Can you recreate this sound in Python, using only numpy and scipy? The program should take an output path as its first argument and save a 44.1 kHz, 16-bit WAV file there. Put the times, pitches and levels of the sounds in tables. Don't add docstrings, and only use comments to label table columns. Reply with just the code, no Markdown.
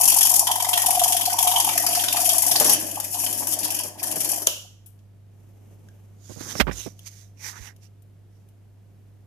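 import sys
import numpy as np
from scipy import signal
from scipy.fft import rfft, irfft
from scipy.io import wavfile

SR = 44100
rng = np.random.default_rng(int(sys.argv[2]) if len(sys.argv) > 2 else 0)


def persist_wave(psi):
    counts = np.round(np.clip(psi, -1, 1) * 32767).astype(np.int16)
    wavfile.write(sys.argv[1], SR, np.atleast_2d(counts).T)


N = 408366
TIME = np.arange(N) / SR
CUTOFF_HZ = 14350
STOP_S, TURN_S = 4.47, 0.0435


def from_db(db):
    return np.exp(np.asarray(db) * np.log(10) / 20)


def rms_one(x):
    return x / np.sqrt(np.mean(x ** 2) + 1e-20)


def in_time(rows):
    s, *columns = np.transpose(rows)
    return [np.interp(TIME, s, c) for c in columns]


def at_hz(points, hz):
    knots, values = np.transpose(points)
    return np.interp(np.log(hz + 1), np.log(knots), values)


def causal(x, gain_at, size=4096):
    cepstrum = irfft(np.log(gain_at(np.fft.rfftfreq(size, 1 / SR)) + 1e-6))
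    cepstrum[1:size // 2] *= 2
    cepstrum[size // 2 + 1:] = 0
    response = irfft(np.exp(rfft(cepstrum)))
    if x.ndim == 2:
        response = response[None]
    return signal.oaconvolve(x, response, axes=-1)[..., :x.shape[-1]]


def colour(x, points):
    def gain_at(hz):
        gain = from_db(at_hz(points, hz))
        return gain / np.sqrt(np.mean(gain ** 2 * (hz < CUTOFF_HZ)))
    return causal(x, gain_at)


def lowpass(x, hz):
    return signal.sosfilt(signal.butter(2, hz, fs=SR, output="sos"), x)


def highpass(x, hz, order=2):
    return signal.sosfilt(signal.butter(order, hz, "high", fs=SR, output="sos"), x)


def band(x, low_hz, high_hz, order=2):
    return signal.sosfilt(signal.butter(order, [low_hz, high_hz], "band", fs=SR, output="sos"), x)


def drift(per_s):
    knots = rng.standard_normal(N // 10)
    return np.interp(TIME * per_s, np.arange(len(knots)), knots) / np.sqrt(2 / 3)


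def resonate(x, modes, vary_db, changes_per_s):
    out = 0
    for hz, width, db in modes:
        r = np.exp(-np.pi * width / SR)
        drive = x * from_db(db + vary_db * drift(changes_per_s)) + 1e-18
        zeros = np.array([1, 0, -1]) * (1 - r * r) / 2
        poles = [1, -2 * r * np.cos(2 * np.pi * hz / SR), r * r]
        out = out + signal.lfilter(zeros, poles, drive)
    return out


def noise(alike):
    return np.sqrt(alike) * rng.standard_normal(N) + np.sqrt(1 - alike) * rng.standard_normal((2, N))


def friction(alike, slips_per_s, rough_db):
    return rms_one(noise(alike) * from_db(rough_db * np.clip(drift(slips_per_s), -2, 2)))


def contact(s, length, attack, release, size=8192):
    span = slice(int(s * SR), min(int(s * SR) + size, N))
    t = TIME[span] - TIME[span][0]
    return span, (1 - np.exp(-t / attack)) * np.exp(-np.maximum(t - length, 0) / release)


def swell(peak, rise, fall):
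    return np.exp(-np.minimum(((TIME - peak) / np.where(TIME < peak, rise, fall)) ** 2, 20))


def rings(rows, attack):
    out = np.zeros(N)
    for s, db, hz, t60 in rows:
        span, force = contact(s, 0, attack, release=t60 / np.log(1000), size=16384)
        out[span] += from_db(db) * force * np.sin(2 * np.pi * hz * (TIME[span] - s))
    return out


def motor_on(fade_s):
    return np.exp(-np.maximum(TIME - STOP_S, 0) / fade_s)


def each_turn(runs):
    return np.array([(s, *rest) for first, until, *rest in runs for s in np.arange(first, until, TURN_S)])


def lower_rings(count=7):
    patchy_db = 5
    sources = [friction(alike=0.28, slips_per_s=840, rough_db=2.5) for _ in range(2)]
    edges = np.geomspace(1100, 5800, count)
    out = 0
    for k, (low, high) in enumerate(zip(edges, edges[1:])):
        out = out + band(sources[k % 2], low, high) * from_db(patchy_db * np.clip(drift(70), -2, 2))
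    return out


# time in seconds, grinding in dB before its trim,
# lower rings relative to the grinding in dB before their trim.
BEARING = [(0.0, -21, -5), (0.01, -17.5, -15.5), (0.35, -20, -24.5), (0.56, -28.5, -17),
           (0.99, -21.5, -18.5), (1.37, -28.5, -14), (1.42, -20.5, -18), (2.0, -24, -7), (2.4, -21, -17.5),
           (2.74, -15.5, -8.5), (2.77, -30.5, -7.5), (3.12, -33.5, -16.5), (3.14, -22.5, -14),
           (3.53, -27, -16.5), (3.578, -39, -30), (3.6, -26.5, -9), (3.81, -30, -11), (3.89, -38, -15),
           (3.95, -45.5, -6), (4.01, -37.5, 0), (4.04, -42, -26), (4.05, -31, -13), (4.3, -27.5, -15),
           (4.46, -35, -27)]
# first scrape in seconds, end in seconds,
# dB over the untrimmed bearing curve, hold in seconds, frame clatter in dB.
SCRAPE_RUNS = [(0.01, 0.32, 9.5, 0.0049, -34), (0.033, .3, 8, 0.011, -34), (0.469, .58, 10.5, 0.0057, -30),
               (0.6005, 1.32, 8, 0.0094, -27), (0.623, 1.8, 1.5, 0.0092, -55.5),
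               (1.384, 2.2, 4, 0.009, -29), (2.159, 2.37, 5, 0.0077, -42.5),
               (2.209, 2.49, 4.5, 0.013, -36.5), (2.512, 2.66, 4, 0.0061, -25),
               (2.868, 3.06, 8.5, 0.0051, -46), (3.425, 3.49, -3, 0.015, -51),
               (3.587, 3.89, 4, 0.0078, -63), (3.702, 3.85, 10, 0.0067, -44), (4.027, 4.48, 9, 0.012, -42)]
# start in seconds, level in dB, hold in seconds, frame clatter in dB.
STRIKES = [(0.229, -7, 0.0057, -34.5), (0.339, -7, 0.004, -30), (0.357, -9, 0.0095, -30.5),
           (0.393, -5, 0.0035, -43), (0.469, -17, 0.0097, -24.5), (0.6005, -23.5, 0.0027, -25.5),
           (0.623, -14, 0.0031, -44), (0.6468, -22.5, 0.0027, -19.5), (0.688, -12, .004, -27.5),
           (0.7322, -27, 0.0037, -26.5), (0.7745, -11, 0.0034, -16), (0.817, -14, 0.0056, -21.5),
           (0.8616, -9.5, 0.0055, -25.5), (0.905, -10.5, 0.0033, -42.5), (1.0354, -11, 0.012, -25.5),
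           (1.122, -12, 0.0035, -34), (1.165, -14.5, 0.0067, -34), (1.297, -21, 0.0033, -31),
           (1.329, -15, 0.0052, -48), (1.387, -10.5, 0.0035, -20), (1.4262, -7.5, 0.0016, -48),
           (1.4731, -11.5, 0.0064, -24.5), (1.6, -9, 0.0035, -30), (1.6447, -12.5, 0.0033, -29.5),
           (1.689, -15.5, 0.0057, -22.5), (1.7774, -10, 0.0026, -21.5), (1.8642, -11, 0.0026, -25.5),
           (1.9495, -16.5, 0.0077, -19), (2.038, -15, 0.0063, -19), (2.083, -20.5, 0.0049, -16.5),
           (2.126, -12, 0.0029, -36), (2.169, -20, 0.0056, -21), (2.291, -6.5, 0.002, -33.5),
           (2.381, -10, 0.0032, -30), (2.42, -11, 0.008, -43.5), (2.464, -12.5, 0.0053, -36),
           (2.512, -10, 0.007, -27), (2.598, -8.5, 0.0057, -23), (2.657, -15, 0.0091, -21.5),
           (2.6944, -8, 0.0051, -27.5), (2.744, -16.5, 0.0018, -27.5), (3.0, -18.5, 0.0023, -30.5),
           (3.143, -20.5, 0.0026, -48.5), (3.263, -20, 0.0061, -29.5), (3.327, -18.5, 0.0032, -34),
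           (3.47, -17, .003, -34), (3.521, -17.5, 0.02, -33.5), (3.588, -18, 0.0027, -57),
           (4.029, -19.5, 0.012, -30), (4.157, -22, 0.006, -45.5), (4.316, -13.5, 0.0018, -42.5),
           (4.36, -22, 0.0045, -40.5)]
# frequency in Hz, relative level in dB.
SCRAPE_COLOUR = [(600, -43), (1300, -19.5), (1650, -11), (2200, -14.5), (2500, -2), (2800, -7), (3150, -7),
                 (4100, -15), (4700, -6), (5720, -1), (8460, -2), (11200, 4.5), (14000, -5)]
# frequency in Hz, width in Hz, relative level in dB.
STEEL = [(3030, 130, -6), (3230, 140, -6), (4850, 70, -6), (5110, 90, -7), (5860, 160, -2), (6750, 90, -4),
         (7085, 150, -4), (8950, 170, -6), (9630, 140, -3), (10150, 260, -3), (10880, 150, 0),
         (11490, 170, 0), (12685, 100, -2)]
# frequency in Hz, width in Hz, relative level in dB.
FRAME = [(1247, 96, -1.5), (1550, 90, -9.5), (1883, 140, -6.5), (2040, 77, -4.5), (2348, 76, -3),
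         (3140, 76, 6), (3270, 340, 3), (3582, 220, -3.5), (4420, 490, -1.5), (4970, 160, 1)]
GRIND_TRIM_DB, LOWER_RINGS_TRIM_DB = 1.5, 6
GRIND_FLUTTER_DB = 2.8
LIGHT_TOUCH_DB = -3
SCRAPE_SPREAD_DB, SCRAPE_JITTER_S = 1.54, 0.0011
LIFT_DB, LIFT_S = -5.5, 0.0056


def shaft():
    bearing_db, lower_db = in_time(BEARING)
    grind = from_db(bearing_db + GRIND_TRIM_DB + GRIND_FLUTTER_DB * drift(60)) * motor_on(fade_s=0.011)
    turns = each_turn(SCRAPE_RUNS)
    strokes = list(STRIKES)
    for (s, db, length, clatter_db), (late, harder, louder) in zip(turns, rng.standard_normal((len(turns), 3))):
        level_db = bearing_db[int(s * SR)] + db + SCRAPE_SPREAD_DB * harder
        strokes.append((s + SCRAPE_JITTER_S * late, level_db, length, clatter_db + SCRAPE_SPREAD_DB * louder))
    scrape, knock = np.zeros((2, N))
    for s, db, length, clatter_db in strokes:
        span, force = contact(s, length, attack=0.0003, release=0.0083)
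        scrape[span] = np.maximum(scrape[span], from_db(db) * force)
        span, force = contact(s, length, attack=0.00035, release=0.0054)
        knock[span] = np.maximum(knock[span], from_db(clatter_db) * force)
        before = slice(max(span.start - 1024, 0), span.start)
        grind[before] *= from_db(LIFT_DB * np.exp((TIME[before] - s) / LIFT_S))
    chatter_db = 1.5 * np.tanh(drift(90))
    low = lower_rings() * from_db(lower_db + LOWER_RINGS_TRIM_DB + chatter_db)
    high = highpass(friction(alike=0.25, slips_per_s=910, rough_db=1.5), 5800, order=3)
    rubbing = np.maximum(grind * from_db(LIGHT_TOUCH_DB), scrape) * low + np.maximum(grind, scrape) * high
    clatter = knock * rms_one(resonate(noise(alike=0.5), FRAME, vary_db=8, changes_per_s=23))
    hiss = from_db(-3.5) * colour(rubbing, SCRAPE_COLOUR)
    ringing = from_db(-3) * resonate(rubbing, STEEL, vary_db=3.0, changes_per_s=50)
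    return clatter + hiss + ringing


# time in seconds, level in dB before its trim.
GROWL = [(0.0, -30.5), (0.07, -31.5), (0.45, -34), (0.65, -32), (1.05, -34), (1.25, -34), (1.5, -29.5),
         (2.05, -39), (2.21, -35.5), (2.72, -33), (2.77, -68), (3.13, -57.5), (3.15, -40), (3.33, -37.5),
         (3.55, -45), (4.01, -51.5), (4.02, -53.5), (4.43, -49), (4.46, -69)]
# middle of the first swell in seconds, end in seconds,
# level in dB, pitch in Hz.
JUDDER_RUNS = [(0.04, .41, -31, 810), (0.474, .8, -22.5, 935), (0.499, .83, -25.5, 732),
               (0.889, .91, -15, 712), (0.932, .95, -25, 753), (0.978, 1.04, -15, 725),
               (1.065, 1.17, -21, 721), (1.195, 1.26, -33.5, 730), (1.283, 1.3, -17.5, 733),
               (1.345, 1.71, -21, 920), (1.41, 1.6, -23, 738), (1.762, 2.0, -24.5, 707),
               (2.023, 2.16, -36.5, 686), (2.197, 2.39, -22, 705), (2.479, 2.57, -24, 710)]
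# start in seconds, level in dB.
LID_KNOCKS = [(2.968, -27.5), (3.14, -27.5), (3.276, -30.5), (3.405, -33), (3.523, -38), (3.684, -35),
              (3.714, -28), (3.799, -21), (4.019, -29.5), (4.07, -32.5), (4.121, -33.5), (4.24, -31.5),
              (4.326, -34.5), (4.371, -33.5), (4.645, -50.5)]
# frequency in Hz, width in Hz, relative level in dB.
LID = [(603, 12, -7), (722.7, 17, 9.5), (820, 98, 2.5), (925, 94, -1), (1050, 61, -25)]
GROWL_TRIM_DB = -1.5
JUDDER_SPREAD_DB, JUDDER_PITCH_SPREAD = 0.8, 0.0089


def lid():
    growl_db, = in_time(GROWL)
    swells, push = np.zeros((2, N))
    turns = each_turn(JUDDER_RUNS)
    for (s, run_db, run_hz), (harder, higher, phase) in zip(turns, rng.standard_normal((len(turns), 3))):
        db = run_db + JUDDER_SPREAD_DB * harder
        hz = run_hz * (1 + JUDDER_PITCH_SPREAD * higher)
        span = slice(max(int((s - .04) * SR), 0), int((s + .04) * SR))
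        t = TIME[span] - s
        width = 0.0062 * (LID[1][0] / hz) ** 3.4
        sagging = np.sin(2 * np.pi * (hz * (t - 1.3 * t * t) + phase))
        swells[span] += from_db(db) / np.cosh(t / width * 1.4) * sagging
        push[span] += from_db(db - 14.5) / np.cosh((t + 0.0046) / 0.00077)
    swells *= from_db(0.595 * drift(500))
    push += from_db(growl_db + GROWL_TRIM_DB) * motor_on(fade_s=.04)
    for s, db in LID_KNOCKS:
        span, force = contact(s, 0.0073, attack=0.0065, release=0.0075)
        push[span] += from_db(db) * force
    grit = friction(alike=0.85, slips_per_s=150, rough_db=8.0)
    growl = rms_one(band(resonate(grit, LID, vary_db=3.0, changes_per_s=30), 633, 1126, order=4))
    return swells + push * growl


# time in seconds, level in dB before a 2 dB lift.
GEARS = [(0.0, -49), (0.12, -46.5), (0.26, -52), (0.38, -47.5), (0.63, -58.5), (0.86, -49), (1.6, -51.5),
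         (1.64, -45), (2.45, -48), (2.7, -36.5), (3.13, -52.5), (3.3, -43.5), (3.74, -45.5), (3.84, -47.5),
         (3.85, -42.5), (3.96, -56), (4.09, -40), (4.46, -47)]
# frequency in Hz, relative level in dB.
BODY_COLOUR = [(70, -29), (150, -4.5), (200, -4.5), (255, -3.5), (310, 5), (370, -5.5), (460, -10),
               (620, 2), (1000, -11), (1300, -25.5), (1700, -13), (3000, -33)]
# start in seconds, level in dB, hold in seconds.
JOLTS = [(2.556, -34.5, 0.0087), (2.605, -28, 0.026), (2.652, -27, 0.015), (2.691, -22.5, 0.013),
         (2.736, -37.5, 0.011), (3.42, -35, 0.01), (3.599, -47, 0.008), (3.641, -41.5, 0.0069),
         (3.848, -41, 0.011), (4.061, -40.5, .01), (4.164, -37.5, 0.0071), (4.215, -39.5, 0.0085),
         (4.418, -41.5, 0.0073), (4.47, -29.5, 0.0023)]
# frequency in Hz, width in Hz, relative level in dB.
HOUSING = [(175, 57, -23.5), (255, 35, 3), (282, 49, -1.5), (375, 110, 1.5), (462, 6.5, 8.5), (548, 89, 6),
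           (740, 110, -1), (1040, 230, -7.5), (1480, 330, -15)]


def motor():
    rumble = colour(friction(alike=0.94, slips_per_s=89, rough_db=2.0), BODY_COLOUR)
    gears = from_db(in_time(GEARS)[0] + 2.0) * rumble * motor_on(fade_s=0.021)
    jolt = np.zeros(N)
    for s, db, length in JOLTS:
        span, force = contact(s, length, attack=.001, release=0.0075)
        jolt[span] += from_db(db) * force
    boom = rms_one(resonate(noise(alike=0.83), HOUSING, vary_db=7.0, changes_per_s=23))
    return gears + jolt * boom


# frequency in Hz, level in dB.
STEADY_TONES = [(49.7, -67), (100.1, -50), (689, -81.5)]
# frequency in Hz, relative level in dB.
ROOM_TONE = [(90, -10.5), (170, 6), (260, -2), (400, -5.5), (700, -12.5), (1100, -20), (1700, -22),
             (3000, -26.5), (5000, -34), (14000, -34.5)]
# frequency in Hz, relative level in dB.
RUMBLE_COLOUR = [(20, -15.5), (50, 3), (80, 3.5), (140, 4.5), (250, -29.5)]


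def background():
    tones = sum(from_db(db) * np.sqrt(2) * np.sin(2 * np.pi * hz * TIME) for hz, db in STEADY_TONES)
    tones = tones * from_db(1.5 * drift(0.94))
    air = from_db(-61) * colour(noise(alike=0.45), ROOM_TONE)
    rumble = from_db(-63) * colour(noise(alike=0.23), RUMBLE_COLOUR)
    return tones + air + rumble


# peak in seconds, rise in seconds, fall in seconds, level in dB.
SCREECH = (2.71, .045, .03, -23)
# frequency in Hz, width in Hz, relative level in dB.
SCREECH_MODES = [(5110, 73, -6.5), (5550, 90, -0.5), (5820, 110, 4), (6265, 180, 0.5)]


def screech():
    peak, rise, fall, db = SCREECH
    singing = rms_one(resonate(noise(alike=0.56), SCREECH_MODES, vary_db=4.5, changes_per_s=40))
    return from_db(db) * swell(peak, rise, fall) * singing


def with_tail(force, wet_db, t60):
    keep = from_db(-120 / (t60 * SR))
    tail = signal.lfilter([1 - keep], [1, -keep], force ** 2 + 1e-18)
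    return np.sqrt(force ** 2 + from_db(wet_db) ** 2 * tail)


# start in seconds, level in dB, dry decay by 60 dB in seconds,
# share of the power in the treble tick from 0 to 1.
CLICKS = [(4.4697, -7, 0.017, 0.55), (4.86, -44, 0.11, 0.98), (5.886, -56, 0.02, 0.2),
          (6.991, -43.5, 0.019, 0.64), (4.99, -63, 0.042, 0.3), (7.762, -55.5, 0.038, 0.63),
          (8.0206, -56.5, 0.035, .95), (8.487, -60, 0.034, 0.8)]
# frequency in Hz, relative level in dB.
SWITCH_COLOUR = [(200, -14), (700, -10.5), (1400, -5.5), (2000, -21.5), (2500, -2), (2950, 10.5),
                 (3800, 0.5), (4700, -1), (5600, 6.5), (6900, 6), (8200, -5.5), (14000, -16.5)]
# frequency in Hz, relative level in dB.
TICK_COLOUR = [(2000, -36.5), (6000, -12.5), (10000, 4.5), (14000, 3.5)]


def clicks():
    snap, tick = np.zeros((2, N))
    for s, db, t60, treble in CLICKS:
        span, force = contact(s, 0.0022, attack=.0002, release=t60 / np.log(1000))
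        snap[span] += from_db(db) * force * np.sqrt(1 - treble)
        tick[span] += from_db(db) * force * np.sqrt(treble)
    snap = with_tail(snap, wet_db=-5.0, t60=.48)
    tick = with_tail(tick, wet_db=-8.5, t60=0.37)
    return colour(snap * noise(alike=0.2), SWITCH_COLOUR) + colour(tick * noise(alike=0.23), TICK_COLOUR)


# peak in seconds, rise in seconds, fall in seconds, rustle in dB.
ARM_MOVES = [(5.4, .07, 0.078, -65), (5.72, 0.3, 0.68, -58), (6.48, 0.072, 0.33, -45.5),
             (7.6, 0.34, 0.23, -63.5), (8.4, 0.13, 0.24, -71.5), (8.93, 0.11, 0.35, -67)]
# frequency in Hz, relative level in dB.
SLEEVE_COLOUR = [(100, -4), (190, 5), (450, -3), (800, -9.5), (1600, -23), (3000, -21.5), (4200, -32),
                 (6200, -21.5), (8000, -25), (12000, -23)]


def sleeve():
    rustle = colour(friction(alike=0.37, slips_per_s=57, rough_db=2.0), SLEEVE_COLOUR)
    return rustle * sum(from_db(db) * swell(peak, rise, fall) for peak, rise, fall, db in ARM_MOVES)


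# start in seconds, level in dB, pitch in Hz, decay by 60 dB in seconds.
PINGS = [(5.886, -47, 1610, 0.022), (6.993, -42, 3350, 0.015)]


def pings():
    return np.tile(rings(PINGS, attack=0.0004), (2, 1))


# peak in seconds, rise in seconds, fall in seconds,
# light hiss in dB, pressed rasp in dB (both before their trims), pitch of the rasp in Hz,
# its glide in octaves per second.
STROKES = [(6.32, 0.086, 0.14, -47, -64, 1500, 1), (6.335, 0.02, 0.013, -50, -49.5, 5160, -3),
           (6.41, .02, 0.03, -49, -44, 4000, -4), (6.471, 0.066, 0.094, -38, -45, 1360, -0.5),
           (6.515, 0.024, .014, -34, -39, 3420, -0.5), (6.59, 0.033, 0.017, -31.5, -47, 1940, 2),
           (6.722, 0.0044, 0.019, -41, -41.5, 2160, 1.5), (6.8, 0.055, 0.073, -34, -49, 2810, -3.5),
           (7.073, 0.012, 0.013, -37, -47.5, 2320, 0), (7.17, 0.16, 0.087, -49, -62, 2000, -1),
           (7.483, 0.059, 0.033, -32.5, -37.5, 1900, -3.5), (7.584, 0.057, 0.0087, -49, -42, 1626, 5.5),
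           (7.669, 0.1, 0.022, -45, -49, 2770, 7.5), (7.69, 0.07, 0.029, -54.5, -46.5, 1810, 0),
           (7.84, 0.023, 0.031, -54, -63.5, 2600, 3), (8.36, 0.052, 0.094, -74, -86.5, 2004, 0.5)]
# frequency in Hz, relative level in dB.
HISS_COLOUR = [(1200, -27), (2300, -19), (3100, -18), (4500, -5), (6200, -2.5), (7000, -2), (8000, -6.5),
               (10000, 1), (14000, -5.5)]
# frequency in Hz, relative level in dB.
RASP_COLOUR = [(150, -2), (650, -10.5), (850, 3), (1200, -4.5), (1500, -1), (1950, 1.5), (2500, -5.5),
               (3100, -18), (4500, -19.5)]
# frequency in Hz, width in Hz, relative level in dB.
FINGER_GAP = [(1500, 290, -16), (2040, 59, -14.5), (4040, 680, -4), (4930, 460, -11), (6300, 900, -7)]
# time in seconds, frequency in Hz.
GAP_PITCH = [(6.25, 6800), (6.48, 6300), (6.58, 5550), (6.72, 5300), (6.75, 6800), (6.86, 5750),
             (7.08, 6400), (7.43, 5900), (7.65, 6250), (7.71, 5600)]
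# start in seconds, level in dB before the side gains,
# nominal length in seconds (0.67 of it is held), corner in Hz above which it is dull.
BUMPS = [(6.294, -40, 0.035, 503), (6.359, -42.5, 0.032, 494), (6.386, -50, .004, 1500),
         (6.407, -35.5, 0.0061, 900), (6.552, -27, 0.0023, 1160), (6.593, -34, 0.0036, 670),
         (6.599, -13, 0.019, 3740), (6.668, -28, 0.046, 1110), (6.711, -31.5, 0.0043, 1790),
         (6.861, -33, 0.022, 537), (7.59, -41, 0.0074, 162)]
# frequency in Hz, relative level in dB.
BUMP_COLOUR = [(30, -21.5), (55, -7.5), (150, 1.5), (300, -2.5), (750, -7), (2000, -7.5), (3200, -9),
               (7000, -13), (14000, 13)]
# start in seconds, level in dB before the side gains,
# pitch in Hz, decay by 60 dB in seconds.
THUDS = [(6.605, -18, 56.8, 0.28), (6.664, -26, 58.7, 0.37), (7.598, -30.5, 55.4, 0.13)]
RASP_PEAK_DB, RASP_WIDTH_HZ = 3.5, 550


def fingers():
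    rasp = friction(alike=0.29, slips_per_s=190, rough_db=1.5)
    narrow = rms_one(lowpass(rasp, RASP_WIDTH_HZ / 2))
    hiss, pressing, resonance = np.zeros(N), np.zeros(N), np.zeros((2, N))
    for peak, rise, fall, hiss_db, rasp_db, hz, glide in STROKES:
        motion = swell(peak, rise, fall)
        hiss += from_db(hiss_db) * motion
        pressing += from_db(rasp_db) * motion
        span = slice(int((peak - .5) * SR), int((peak + .5) * SR))
        octaves = glide * np.clip(TIME[span] - peak, -2 * rise, 2 * fall)
        carrier = np.sqrt(2) * np.sin(2 * np.pi * np.cumsum(hz * 2 ** octaves) / SR)
        resonance[:, span] += from_db(rasp_db + RASP_PEAK_DB) * motion[span] * narrow[:, span] * carrier
    sliding = from_db(-3.5) * hiss * friction(alike=0.52, slips_per_s=770, rough_db=1.5)
    slide = colour(sliding, HISS_COLOUR) + resonate(sliding, FINGER_GAP, vary_db=4.5, changes_per_s=12)
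    gap_cycles = np.cumsum(in_time(GAP_PITCH)[0]) / SR
    slide += from_db(-7.5) * hiss * narrow * np.sin(2 * np.pi * gap_cycles)
    slide += from_db(-10.5) * (colour(pressing * rasp, RASP_COLOUR) + resonance)
    knocks, skin = rings(THUDS, attack=0.0067), rng.standard_normal(N)
    for s, db, length, dull_hz in BUMPS:
        span, force = contact(s, length * 0.67, attack=0.00061, release=0.0056)
        bump = lowpass(colour(skin[span], BUMP_COLOUR), dull_hz)
        knocks[span] += from_db(db) * force * rms_one(bump)
    return slide * from_db([[-10], [4.5]]) + knocks * from_db([[-42], [4.5]])


def room(x, wet_db, count=3):
    low_t60_s, high_t60_s = 0.37, 0.13
    t = TIME[:int(.6 * SR)]
    low = lowpass(rng.standard_normal((count, 2, len(t))), 7000)
    high = highpass(rng.standard_normal((count, 2, len(t))), 7000)
    tails = low * from_db(-60 * t / low_t60_s) + 0.6 * high * from_db(-60 * t / high_t60_s)
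    tails = tails * (t > .005)
    echoes = signal.oaconvolve(x[None], rms_one(tails) / np.sqrt(len(t)), axes=-1)[..., :N]
    shares = np.array([drift(4) for _ in echoes])
    shares /= np.linalg.norm(shares, axis=0)
    return x + from_db(wet_db) * np.sum(shares[:, None] * echoes, axis=0)


def scene():
    lag_s = .000125
    mixer = room(shaft() + screech(), wet_db=-8.0) + room(lid() + motor(), wet_db=-10.5)
    mixer = mixer + clicks() + room(pings(), wet_db=-9.0)
    mixer[1] = np.interp(TIME - lag_s, TIME, mixer[1])
    return mixer + background() + sleeve() + fingers()


# frequency in Hz,
# left minus right in dB before each side's share scales it.
PORTS = [(100, -2), (370, -5), (720, 1), (1300, -1), (2300, -6), (3100, -10.5), (4000, 1.5), (5700, -9.5),
         (7200, -1.5), (8500, 5.5), (11000, 22.5), (12500, 16.5), (14000, 8.5)]


def record(dry):
    def port(hz, share):
        return np.sqrt(2 / (1 + from_db(-share * at_hz(PORTS, hz)) ** 2))
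    left = causal(dry[0], lambda hz: port(hz, 0.56))
    right = causal(dry[1], lambda hz: port(hz, -0.79))
    heard = highpass(np.array([left, right]), 38)
    top = signal.ellip(12, .1, 70, CUTOFF_HZ, fs=SR, output="sos")
    overloaded = 1.188 * np.tanh(signal.sosfilt(top, heard) / 1.128)
    return signal.sosfilt(top, overloaded)


dry = scene()
out = record(dry)
persist_wave(out)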